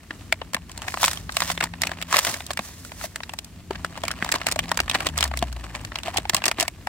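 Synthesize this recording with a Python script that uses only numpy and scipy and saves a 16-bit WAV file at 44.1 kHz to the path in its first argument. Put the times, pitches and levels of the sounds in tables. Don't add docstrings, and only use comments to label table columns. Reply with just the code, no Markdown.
import sys
import numpy as np
from scipy import signal
from scipy.fft import rfft, irfft
from scipy.io import wavfile
from scipy.ndimage import uniform_filter1d

SR = 44100
rng = np.random.default_rng(int(sys.argv[2]) if len(sys.argv) > 2 else 0)


def persist_wave(psi):
    counts = np.round(np.clip(psi, -1, 1) * 32767).astype(np.int16)
    wavfile.write(sys.argv[1], SR, np.atleast_2d(counts).T)


N = 303408


def gain_of(db):
    return 10 ** (np.asarray(db) / 20)


def evened(x):
    return x / np.sqrt(np.mean(x ** 2) + 1e-20)


def read_table(points, hz):
    f, value = np.transpose(points)
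    return np.interp(np.log(hz + 1), np.log(f + 1), value)


def add(mix, start_s, sound):
    first = max(round(start_s * SR), 0)
    part = mix[:, first:][:, :sound.shape[1]]
    part += sound[:, :part.shape[1]]


def causal(db):
    log_gain = np.log(gain_of(np.maximum(db, -100)))
    mirrored = np.r_[log_gain, log_gain[-2:0:-1]]
    return np.exp(np.conj(signal.hilbert(mirrored)))[:len(db)]


def coloured(x, spectrum):
    response = irfft(causal(read_table(spectrum, np.fft.rfftfreq(2048, 1 / SR))))
    return signal.oaconvolve(x, response[None], axes=1)[:, :x.shape[1]]


def band(x, lo, hi):
    return signal.sosfilt(signal.butter(3, [lo, hi], "band", fs=SR, output="sos"), x)


def slow_chance(length, size):
    once = uniform_filter1d(rng.standard_normal(length), size)
    return evened(uniform_filter1d(once, size))


# [f/Hz, likeness from 0 to 1]
LIKENESS = [(700, 0.92), (1400, 0.71), (3000, 0.46), (8000, 0.024)]
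# [f/Hz, left minus right level/dB]
BALANCE = [(130, 0.5), (600, 3.5), (8000, -2.5)]


def at_microphones(pair, lag_s):
    hz = np.fft.rfftfreq(pair.shape[1], 1 / SR)
    a, b = rfft(pair)
    angle = np.arccos(np.clip(read_table(LIKENESS, hz), 0, 1)) / 2
    shared, own = np.cos(angle) * a, np.sin(angle) * b
    lean = gain_of(read_table(BALANCE, hz) / 2)
    left = (shared + own) * lean
    right = (shared - own) / lean * np.exp(-2j * np.pi * hz * lag_s)
    return irfft([left, right], pair.shape[1])


def grains(per_s, spread_db, t60, ring_db, count=24):
    t, hz = np.arange(1024) / SR, np.fft.rfftfreq(1024, 1 / SR)
    happens = rng.random(N) < per_s / SR
    strength = gain_of(spread_db * np.minimum(rng.exponential(1, N), 3))
    size = strength * happens * rng.choice([-1, 1], N)
    spot, out = rng.integers(0, count, N), np.zeros((2, N))
    for k, spot_hz in enumerate(np.geomspace(700, 9000, count)):
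        waves = rng.standard_normal((2, len(t))) * gain_of(-60 * t / t60)
        waves[0, 0] += 4.
        resonance = ring_db / (1 + ((hz / spot_hz - 1) / 0.29) ** 2)
        grain = evened(irfft(rfft(waves) * causal(resonance)))
        out += signal.oaconvolve((size * (spot == k))[None], grain, axes=1)[:, :N]
    return at_microphones(out, lag_s=.00006)


def stroke(crest_s, build_s, fade_s, build_shape, fade_shape):
    t = np.arange(N) / SR - crest_s
    near, gain = (t > -3 * build_s) & (t < 3 * fade_s), np.zeros(N)
    building = abs(t[near] / build_s) ** build_shape
    fading = abs(t[near] / fade_s) ** fade_shape
    gain[near] = gain_of(-20 * np.where(t[near] < 0, building, fading))
    return gain


def effort(rows, build_shape, fade_shape):
    power = 0
    for crest, build, fade, *levels_db in rows:
        move = stroke(crest, build, fade, build_shape, fade_shape)
        power = power + np.outer(gain_of(levels_db), move) ** 2
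    return np.sqrt(power)


BAND_EDGES = [300, 4000, 20000]


def played(sheet, low, high):
    lower, upper = band(sheet, *BAND_EDGES[:2]), band(sheet, *BAND_EDGES[1:])
    return evened(lower) * low + evened(upper) * high


# [f/Hz, relative level/dB per Hz]
AIR = [(20, -36), (38, -7), (60, 5), (90, 2.5), (125, -4.5), (250, -6.5), (430, -20.5), (650, -31.5),
       (2000, -29.5), (6300, -33), (8000, -33), (11000, -38), (16000, -40)]
# [t/s, relative level/dB]
RUMBLE = [(0, -9.5), (.5, 0), (3.25, -5), (3.7, -1), (4.5, 2), (6.4, -0.5), (6.85, -4)]


def outdoors(level_db=-41.5, swell_db=1.5):
    t = np.arange(N) / SR
    swell = evened(sum(np.sin(2 * np.pi * (f * t + rng.random())) for f in np.geomspace(.5, 5, 10)))
    noise = at_microphones(rng.standard_normal((2, N)), lag_s=0)
    air = evened(coloured(noise, AIR))
    rumble = signal.sosfiltfilt(signal.butter(2, 300, fs=SR, output="sos"), air)
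    hiss = air - rumble
    air = hiss + rumble * gain_of(np.interp(t, *np.transpose(RUMBLE)))
    return air * gain_of(level_db + swell_db * swell)


CRUISE_HZ, IDLE_HZ = 85.07, 39.6
THROTTLE_OFF_S, RUN_DOWN_S = 5.01, .66
BOOM_HZ, BOOM_WIDTH_HZ, BOOM_DB = 67.4, 10.8, -32.5
# [t/s, level/dB]
DRONE = [(0, -59.5), (1.22, -53.5), (1.4, -42.5), (2.15, -46.5), (2.27, -60), (3.4, -56.5), (4.25, -46),
         (5.3, -48), (6.2, -50)]


def engine(waver=0.0049, fading_db=3.0, first_db=-9.5, third_db=-11.0):
    t = np.arange(N) / SR
    since_off = np.maximum(t - THROTTLE_OFF_S, 0)
    hz = IDLE_HZ + (CRUISE_HZ - IDLE_HZ) * np.exp(-since_off / RUN_DOWN_S)
    phase = 2 * np.pi * np.cumsum(hz * (1 + waver * slow_chance(N, size=3000))) / SR
    level = gain_of(np.interp(t, *np.transpose(DRONE)) + fading_db * slow_chance(N, size=3500))
    boom = gain_of(BOOM_DB) / (1 + ((hz - BOOM_HZ) / BOOM_WIDTH_HZ) ** 6)
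    first = (level * gain_of(first_db) + boom) * np.sin(phase)
    second = level * np.sin(2 * phase)
    third = level * gain_of(third_db) * np.sin(3 * phase)
    return np.sqrt(2) * (first + second + third) * gain_of([[.7], [-.7]])


# [t/s, level/dB before onset, decay and balance, f/Hz]
LOW_RINGS = [(0.106, -28, 300), (.3255, -15, 643), (.548, -24, 223), (2.142, -9.5, 1100), (2.594, -21, 203),
             (3.707, -15, 385),(4.226, -20, 206), (5.425, -9.5, 703), (5.426, -16.5, 224),
             (6.081, -12, 695), (6.297, -28, 366), (6.337, -18, 175), (6.48, -24, 394), (6.587, -21, 328)]


def low_rings(t60=0.033, rise_s=0.00065):
    out, t = np.zeros((2, N)), np.arange(6000) / SR
    for s, db, hz in LOW_RINGS:
        envelope = gain_of(db - 60 * t / t60) * (1 - np.exp(-t / rise_s))
        ring = envelope * np.sin(2 * np.pi * hz * t)
        add(out, s, ring * gain_of([[1.5], [-1.5]]))
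    return out


# [f/Hz, relative level/dB per Hz]
BLISTER = [(180, -31.5), (300, -6.5), (450, -11.5), (660, 0), (820, -4), (1100, -3), (1470, -7), (1790, -3),
           (4620, -8), (6510, -12), (7790, -8.5), (11500, -21.5), (15000, -20.5)]
# [crest t/s, build t/s, fade t/s, relative level/dB]
SQUEEZES = [(.13, 0.033, 0.24, -52.5), (.9, 0.21, 0.067, -41), (1.631, 0.023, 0.044, -28),
            (1.85, 0.1, 0.18, -36.5), (2.3, 0.07, 0.084, -29.5), (2.511, 0.11, 0.043, -46),
            (3.72, 0.015, 0.25, -44), (4.22, 0.52, 0.49, -41), (4.345, 0.025, 0.051, -29),
            (4.478, 0.09, 0.12, -36.5), (4.671, 0.14, 0.59, -43.5), (4.965, 0.036, 0.015, -27),
            (5.067, 0.093, 0.029, -26.5), (5.23, 0.17, 0.087, -35.5), (5.45, 0.33, 0.59, -46.5),
            (5.75, 0.26, 0.39, -46), (6.09, 0.11, 0.036, -37), (6.154, 0.04, 0.12, -35.5),
            (6.35, 0.077, 0.11, -37), (6.464, 0.03, 0.062, -29.5), (6.612, 0.034, 0.044, -27.5)]
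HOLDING_DB = -58.5


def rustle(level_db=3.0, rub_db=-4.0, tilt_db=-5.0, thud_db=-12.0, uneven_db=3.0):
    ticks = evened(grains(per_s=240, spread_db=4.5, t60=.015, ring_db=11.))
    rub = evened(grains(per_s=2500, spread_db=3.5, t60=.012, ring_db=4.))
    sheet = coloured(ticks + gain_of(rub_db) * rub, BLISTER)
    sheet = coloured(sheet, [(700, 0), (3500, tilt_db)])
    thud = band(at_microphones(rng.standard_normal((2, N)), lag_s=0), 90.0, 354)
    power = gain_of(HOLDING_DB) ** 2
    for crest, build, fade, db in SQUEEZES:
        squeeze = stroke(crest, build, fade, build_shape=1.15, fade_shape=1.16)
        power = power + (gain_of(db) * squeeze) ** 2
    grip = np.sqrt(power) * gain_of(level_db + uneven_db * slow_chance(N, size=600))
    return (evened(sheet) + gain_of(thud_db) * evened(thud)) * grip


# [f/Hz, relative level/dB per Hz]
CARD = [(180, -13.5), (300, -7), (430, -16), (580, 0.5), (780, -4.5), (1100, 0), (1450, -4), (1800, 0.5),
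        (2870, -4), (8320, -4.5), (11500, -11), (14500, -11.5)]
# [crest t/s, build t/s, fade t/s, rub level/dB under 4 kHz, swish level/dB above]
SLIDES = [(2.66, 0.089, 0.27, -44.5, -39), (2.86, 0.18, 0.72, -57, -46.5),
          (3.058, 0.1, 0.016, -35.5, -31.5)]


def slide():
    contacts = coloured(grains(per_s=6000, spread_db=3., t60=.008, ring_db=3.), CARD)
    fluttering = contacts * gain_of(1.5 * slow_chance(N, size=600))
    low, high = effort(SLIDES, build_shape=1.3, fade_shape=0.81)
    return played(fluttering, low, high)


FLIP_RISE_S, LEAD_S = .0003, .02


def buckling(t, t60=0.02, lesser_db=-22.0, scatter_s=0.00605, lead_in_db=-21, count=4):
    delays = np.r_[0, scatter_s * abs(1 + rng.standard_normal(count))]
    age = t - delays[:, None]
    size = gain_of(np.r_[0, lesser_db - 5 * rng.exponential(1, count)])[:, None]
    onset = (1 + np.tanh(age / FLIP_RISE_S)) / 2
    flips = size * onset * gain_of(-60 * np.maximum(age, 0) / t60)
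    swell = gain_of(lead_in_db - 60 * abs(t) / .018)
    return np.sqrt((flips ** 2).sum(0) + swell ** 2)


def snap(crack_db, sizzle_db, panel_hz, kick=2.8, kick_growth=0.79, panel_db=8.5, panel_octaves=0.2,
         overtone=1.82, overtone_db=2.0, skirt_db=2.0, lag_s=.00006, damping_db_per_s=300):
    t, hz = np.arange(3072) / SR - LEAD_S, np.fft.rfftfreq(3072, 1 / SR)
    waves = rng.standard_normal((2, len(t))) * buckling(t)
    kick_size = kick * gain_of(kick_growth * (crack_db + 23))
    waves[0, np.searchsorted(t, FLIP_RISE_S)] += kick_size * rng.choice([-1, 1])
    octaves = np.log2(np.clip(hz, *BAND_EDGES[:2]) / panel_hz)
    main = panel_db / (1 + (octaves / panel_octaves) ** 2)
    upper = overtone_db / (1 + ((octaves - np.log2(overtone)) / panel_octaves) ** 2)
    ring_db = main + upper - skirt_db * abs(octaves) + 1.5 * slow_chance(len(hz), size=20)
    shell = irfft(rfft(waves) * causal(read_table(BLISTER, hz) + ring_db))
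    shell = at_microphones(shell, lag_s * (1 + rng.standard_normal()))
    crack = band(shell, *BAND_EDGES[:2])
    sizzle = band(shell, *BAND_EDGES[1:]) * gain_of(-damping_db_per_s * np.maximum(t, 0))
    both = evened(crack) * gain_of(crack_db) + evened(sizzle) * gain_of(sizzle_db)
    return both * np.sqrt(.01 * SR / len(t))


# [t/s, crack level/dB under 4 kHz, sizzle level/dB above (both before a small lift), panel f/Hz]
SNAPS = [(0.1076, -28.5, -53, 1440), (0.3246, -15, -25, 2270), (0.416, -28.5, -62, 876),
         (0.534, -33.5, -34, 935), (0.545, -20, -25, 1790), (0.5662, -30.5, -48, 920),
         (0.695, -41.5, -46, 1030), (0.716, -49, -40, 2300), (0.7764, -40, -34.5, 890),
         (0.819, -34, -38.5, 1460), (0.8821, -25, -35, 1880), (0.921, -39, -42, 1500),
         (0.941, -25, -37, 1030), (0.973, -27, -52, 1150), (1.0297, -18.5, -28, 990),
         (1.049, -35, -20.5, 1570), (1.0588, -35, -21, 1400), (1.0803, -21, -24, 1510),
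         (1.113, -33, -29, 1530), (1.132, -34.5, -30, 1550), (1.1729, -32.5, -39.5, 3170),
         (1.293, -28, -58, 1170), (1.322, -40, -37, 3840), (1.368, -19, -22, 2760),
         (1.404, -24, -24.5, 2330), (1.5003, -21.5, -42, 860), (1.576, -26.5, -41, 1980),
         (1.6051, -26, -36, 2320), (1.6093, -20, -33, 1500), (1.639, -24, -23.5, 935),
         (1.737, -33.5, -54, 1630), (1.818, -26.5, -21, 1970), (1.8351, -20, -31, 2130),
         (1.87, -25.5, -28, 2400), (1.9161, -27.5, -41, 1130), (2.0147, -32, -36, 2800),
         (2.0246, -28, -32, 2770), (2.127, -19, -24, 1040), (2.1418, -16.5, -38, 1810),
         (2.249, -24.5, -24, 1600), (2.3409, -29, -30.5, 1610), (2.4051, -32.5, -44, 1430),
         (2.465, -42.5, -35.5, 4027), (2.506, -24.5, -35, 584), (2.5128, -39, -34, 1265),
         (2.533, -42, -35.5, 1600), (2.573, -25.5, -31.5, 2280), (2.5913, -23.5, -36, 794),
         (2.849, -41, -40, 1490), (2.9185, -35.5, -47, 1470), (3.012, -34.5, -45, 1460),
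         (3.0401, -29.5, -41, 620), (3.1589, -29, -31.5, 1630), (3.2038, -33.5, -57, 1050),
         (3.2339, -31, -45, 4000), (3.2939, -33, -42.5, 2720), (3.336, -32, -37, 910),
         (3.388, -31.5, -30.5, 3020), (3.4453, -50, -40.5, 4050), (3.7081, -27.5, -42.5, 890),
         (3.7554, -34, -61, 1650), (3.8466, -22.5, -33.5, 1490), (3.955, -39, -61, 1220),
         (4.036, -23.5, -33.5, 720), (4.052, -33, -36, 2300), (4.081, -25, -28, 2100),
         (4.106, -30, -60, 1500), (4.1135, -28, -28.5, 1550), (4.2247, -21, -45, 1670),
         (4.246, -29.5, -32.5, 940), (4.29, -25, -37.5, 1580), (4.3174, -28, -23.5, 1610),
         (4.322, -21.5, -22, 2400), (4.3576, -22.5, -32, 990), (4.415, -27.5, -44, 1380),
         (4.4674, -20, -22, 2220), (4.4862, -25.5, -30, 1280), (4.514, -31, -25.5, 2590),
         (4.522, -28.5, -24.5, 4140), (4.5597, -24.5, -34, 620), (4.591, -18.5, -26.0, 3180),
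         (4.7161, -17.5, -27.5, 1030), (4.7734, -24, -23.5, 1230), (4.7908, -23, -42, 1520),
         (4.802, -18, -23.5, 2550), (4.8796, -30, -49, 1380), (4.8971, -21, -25.5, 4200),
         (4.9128, -24.5, -35, 3400), (4.9478, -19.5, -30.5, 1840), (4.9556, -22, -44, 1170),
         (5.005, -24.5, -34.5, 1170), (5.0686, -22.5, -25, 3400), (5.0876, -31.5, -36, 2850),
         (5.1773, -27, -23, 1250), (5.186, -25, -30, 3550), (5.2073, -23, -24, 4370),
         (5.2268, -17, -26, 3160), (5.24, -26.5, -22, 980), (5.277, -44, -37.5, 1300),
         (5.314, -30, -51, 780), (5.3382, -28.5, -49, 1230), (5.3727, -31.5, -28.5, 2280),
         (5.39, -49, -32.5, 3300), (5.4257, -23, -33.5, 755), (5.527, -40.5, -39.5, 1480),
         (5.75, -30, -47, 2340), (5.849, -33, -37, 1500), (5.919, -33, -67, 1240), (5.957, -25, -38, 4500),
         (5.9868, -31, -37.5, 2850), (6.0333, -34, -37, 3550), (6.0814, -32, -45, 655),
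         (6.1605, -27, -57, 770), (6.1705, -27.5, -24, 3340), (6.1737, -23, -25, 3420),
         (6.1819, -22, -32, 647), (6.253, -29, -51, 816), (6.296, -21, -20.5, 1860),
         (6.334, -28.5, -39, 1090), (6.3459, -20, -16, 1070), (6.3658, -27, -24.5, 2850),
         (6.4195, -31, -49.5, 1620), (6.4397, -21, -29.5, 2450), (6.456, -27, -19, 1650),
         (6.462, -30, -23.5, 1480), (6.4808, -21.5, -21, 4370), (6.514, -21.5, -27.5, 1460),
         (6.5845, -29.5, -49, 1060), (6.5989, -23.5, -21.5, 2660), (6.608, -25.5, -20, 2800),
         (6.627, -25, -24, 665), (6.68, -24.5, -27.5, 2320), (6.8708, -24.5, -39.5, 850)]


def blister(crack_lift_db=0.13, sizzle_lift_db=1.0):
    out = np.zeros((2, N))
    for s, crack_db, sizzle_db, panel_hz in SNAPS:
        add(out, s - LEAD_S, snap(crack_db + crack_lift_db, sizzle_db + sizzle_lift_db, panel_hz))
    return out


# [crest t/s, build t/s, fade t/s, rasp level/dB under 4 kHz, fizz level/dB above]
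PULLS = [(.90, 0.058, 0.17, -64, -39.5), (1.04, 0.073, 0.16, -29.5, -27.5), (1.42, 0.14, 0.22, -37, -34.5),
         (1.511, 0.11, 0.018, -32.5, -30.5), (2.17, 0.088, 0.068, -23.5, -26.5),
         (2.274, 0.12, 0.17, -34.5, -29)]
# [t/s, rasp level/dB under 4 kHz, fizz level/dB above]
RIPS = [(1.017, -42, -19), (1.032, -16, -15.5), (1.041, -11.5, -18), (1.4205, -17.5, -30),
        (1.5144, -22, -21), (2.1617, -15, -19), (2.168, -18, -17), (2.1797, -18, -19), (2.188, -26, -18.5),
        (2.19, -26.5, -28), (2.269, -15, -23)]


def card(rip_t60=0.041):
    fibres = coloured(grains(per_s=2800, spread_db=5., t60=.007, ring_db=6.), CARD)
    fibres = fibres * gain_of(1.5 * slow_chance(N, size=150))
    surges, dying = np.zeros((2, N)), gain_of(-60 * np.arange(SR) / SR / rip_t60)
    for s, *levels_db in RIPS:
        add(surges, s, np.outer(gain_of(levels_db), dying))
    low, high = np.hypot(effort(PULLS, build_shape=1.77, fade_shape=1.22), surges)
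    return played(fibres, low, high)


def scene():
    background = outdoors() + engine()
    pack = low_rings() + rustle() + slide() + blister() + card()
    return background + pack


def record(dry):
    held = np.clip(dry, -.95, .95)
    low_pass = signal.firwin(255, 15900, window=("kaiser", 9), fs=SR)
    return signal.oaconvolve(held, low_pass[None], "same")


dry = scene()
out = record(dry)
persist_wave(out)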